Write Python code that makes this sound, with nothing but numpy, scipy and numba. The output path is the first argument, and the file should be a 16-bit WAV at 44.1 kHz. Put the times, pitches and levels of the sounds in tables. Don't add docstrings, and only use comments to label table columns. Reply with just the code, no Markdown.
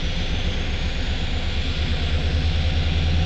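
import sys
import numpy as np
from scipy import signal
from scipy.fft import rfft, irfft
from scipy.io import wavfile
from scipy.ndimage import uniform_filter1d
from numba import njit

SR = 44100
rng = np.random.default_rng(int(sys.argv[2]) if len(sys.argv) > 2 else 0)


def materialize(psi):
    bounded = np.clip(np.atleast_2d(psi).T, -1, 1)
    quanta = np.round(bounded * 32767).astype(np.int16)
    wavfile.write(sys.argv[1], SR, quanta)


def gain_from_db(level_db):
    decades = np.asarray(level_db, float) / 20
    return 10 ** decades


N = 143325


def set_rms(x, db):
    return x * gain_from_db(db) / np.sqrt(np.mean(x ** 2))


def wander(rate_hz):
    hold = int(SR / rate_hz)
    steps = np.repeat(rng.standard_normal(N // 500), hold)[:N + 2 * hold]
    smooth = uniform_filter1d(uniform_filter1d(steps, hold), hold)
    return 1.3 * smooth[hold:N + hold]


def turbulence(spectrum):
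    hz, db = np.array(spectrum, float).T
    octave = np.log2(np.fft.rfftfreq(N, 1 / SR) + 1e-9)
    gain = gain_from_db(np.interp(octave, np.log2(hz), db, -120, -120))
    noise = rfft(rng.standard_normal(N)) * gain
    swell_db = 0.4 * wander(1.5)
    out = 0
    for centre in np.arange(4, 13.5, 1 / 3):
        if np.log2(hz[0]) - 1 < centre < np.log2(hz[-1]) + 1:
            band = irfft(noise * np.clip(1 - 3 * abs(octave - centre), 0, 1), N)
            out = out + band * gain_from_db(swell_db + 1.1 * wander(4.0) + 0.7 * wander(10.0))
    return out


def ring(x, resonances):
    for hz, width, db in resonances:
        x = x + (gain_from_db(db) - 1) * signal.lfilter(*signal.iirpeak(hz, hz / width, SR), x)
    return x


# (time [s], firing rate [Hz], load [dB])
THROTTLE = [
    (0.0, 57.72, -3),
    (0.46, 59.46, -2),
    (0.93, 63.54, -3),
    (1.39, 68.19, -3.5),
    (1.86, 71.59, -2),
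    (2.32, 75.18, -1.5),
    (2.79, 77.75, -1.5),
    (3.25, 81.93, -1),
]


def throttle(t):
    s, hz, load_db = np.array(THROTTLE).T
    return np.interp(t, s, hz), np.interp(t, s, load_db)


# (crank order, level at 1.6 s [dB], growth as the exhaust turns toward the car [dB/s])
CRANK_ORDERS = [(6, -39, -1), (7, -43, 0), (8, -30, 0), (9, -37, -1), (10, -45, -2), (11, -47, -4),
                (12, -43, -1), (13, -47, -3), (14, -47, 4), (15, -50, 3), (16, -47, 6), (17, -50, 4),
                (18, -52, 0), (19, -54, -1), (21, -52, -2), (22, -55, -2), (23, -53, -3), (24, -52, -5),
                (26, -54, 1), (73, -63, 8), (78.5, -58, 4)]
# (frequency [Hz], width [Hz], boost [dB])
PIPES = [(82.6, 12, 7.5), (100.4, 16, -4.5), (139.8, 16, 5), (159.5, 24, 3)]


def exhaust(t, hz, load_db):
    start_turns, pipe_spread_turns = 0.62, -0.035
    turns = np.cumsum(hz / 8) / SR + start_turns
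    out = 0
    for order, db, growth in CRANK_ORDERS:
        lag = pipe_spread_turns * (order - 8) * (order - 9)
        db = db + growth * (t - 1.6) + load_db + 1.2 * wander(3.0)
        out = out + gain_from_db(db) * np.cos(2 * np.pi * (order * turns + lag))
    knock_db, tilt_db_per_order, scatter_db, waver_db = -59, -0.065, 1.5, 4
    for order in range(27, 72):
        db = knock_db + tilt_db_per_order * order + scatter_db * rng.standard_normal()
        db = db + waver_db * wander(7.0) + load_db
        out = out + gain_from_db(db) * np.cos(2 * np.pi * (order * turns + rng.random()))
    return ring(2 ** 0.5 * out, PIPES)


# (frequency [Hz], density [dB per Hz])
RUMBLE = [(26, -6), (50, -5), (100, -4.5), (190, -11), (400, -16), (800, -22), (900, -23.5), (1250, -25.5)]


def rumble(load_db):
    return set_rms(turbulence(RUMBLE), -32.5) * gain_from_db(0.27 * load_db)


# (frequency [Hz], density [dB per Hz])
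HISS = [(740, -40.5), (1250, -10.5), (1400, -2.5), (1750, -5), (2360, -1.5), (3050, -3.5), (3400, -0.5),
        (5140, -12.5), (8000, -34), (10400, -60), (17600, -120)]


def fans(load_db):
    return set_rms(turbulence(HISS), -34.5) * gain_from_db(0.1 * load_db)


# (share of the top blade tone [ratio], width [Hz], level [dB], growth [dB/s])
BLADE_TONES = [(1, 300, -52.5, -3), (2 / 3, 260, -62, 2.5), (1 / 3, 230, -59, 3)]


def blower_whine(t):
    start_hz, rise_hz_per_s, ease_hz_per_s2 = 5848, 900, 22
    top_hz = start_hz + rise_hz_per_s * t - ease_hz_per_s2 * t ** 2
    top_phase = 2 * np.pi * np.cumsum(top_hz) / SR
    out = 0
    for share, width, db, growth in BLADE_TONES:
        lowpass = signal.butter(2, width / 2, fs=SR)
        blur = signal.lfilter(*lowpass, rng.standard_normal((2, N)))
        tone = np.real((blur[0] + 1j * blur[1]) * np.exp(1j * share * top_phase))
        out = out + set_rms(tone, db) * gain_from_db(growth * t)
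    return out


# (frequency [Hz], width [Hz], boost [dB])
CABIN = [(79.84, 16, 3.5), (120.5, 16, -5.5), (174.9, 22, 5.5), (252.7, 24, 6), (324.9, 16, -4),
         (508.6, 36, 7.5), (593, 36, -4), (744.6, 45, 7), (1071, 50, -3.5), (1243, 90, -3), (2441, 80, 3),
         (2846, 150, 3), (3395, 350, 4), (4000, 150, 2.5)]


def cabin(outside):
    return ring(outside, CABIN)


# (harmonic [number], level [dB])
IDLE_HARMONICS = [(1, -26), (2, -40.5), (3, -47), (4, -50)]


def car_idle(t):
    idle_hz, sag_hz_per_s, drift, wobble_db = 23.26, 0.18, 0.0033, -0.68
    hz = (idle_hz - sag_hz_per_s * t) * (1 + drift * wander(1.5))
    phase = 2 * np.pi * np.cumsum(hz) / SR
    out = 0
    for k, db in IDLE_HARMONICS:
        out = out + gain_from_db(db + k * wobble_db * wander(2.7)) * np.sin(round(k) * phase)
    return 2 ** 0.5 * out


def scene():
    t = np.arange(N) / SR
    hz, load_db = throttle(t)
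    outside = exhaust(t, hz, load_db) + rumble(load_db) + fans(load_db) + blower_whine(t)
    return (cabin(outside) + car_idle(t))[None]


@njit
def delta_steps(x, down, up, levels):
    y, last, step = np.empty(len(x)), 0.0, 0.01
    for i in range(len(x)):
        q = min(max(np.floor((x[i] - last) / step * levels), -2 * levels), 2 * levels - 1) + 0.5
        last += q * step / levels
        y[i] = last
        step = max(step * (down if abs(q) < levels else up ** (abs(q) - levels + 0.5)), 1e-5)
    return y


def band_limit(x):
    return signal.sosfilt(signal.butter(12, 8870, fs=SR, output="sos"), x)


# (frequency [Hz], gain [dB])
PLAYBACK_EDGE = [(7000, -3.5), (7600, -3.5), (8000, -10), (8400, -16), (8800, -28), (9200, -47)]


def record(dry):
    camera_sr = 16000
    sampled = signal.resample(dry[0], N * camera_sr // SR)
    stepped = delta_steps(sampled, 0.91, 1.25, 4.7)
    mirrored = np.fft.fft(stepped) * SR / camera_sr
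    hz, db = np.array(PLAYBACK_EDGE, float).T
    mirrored = mirrored * gain_from_db(np.interp(np.arange(len(stepped)) * SR / N, hz, db, 0, -150))
    mix = irfft(mirrored, N)[None]
    return band_limit(mix)


dry = scene()
out = record(dry)
materialize(out)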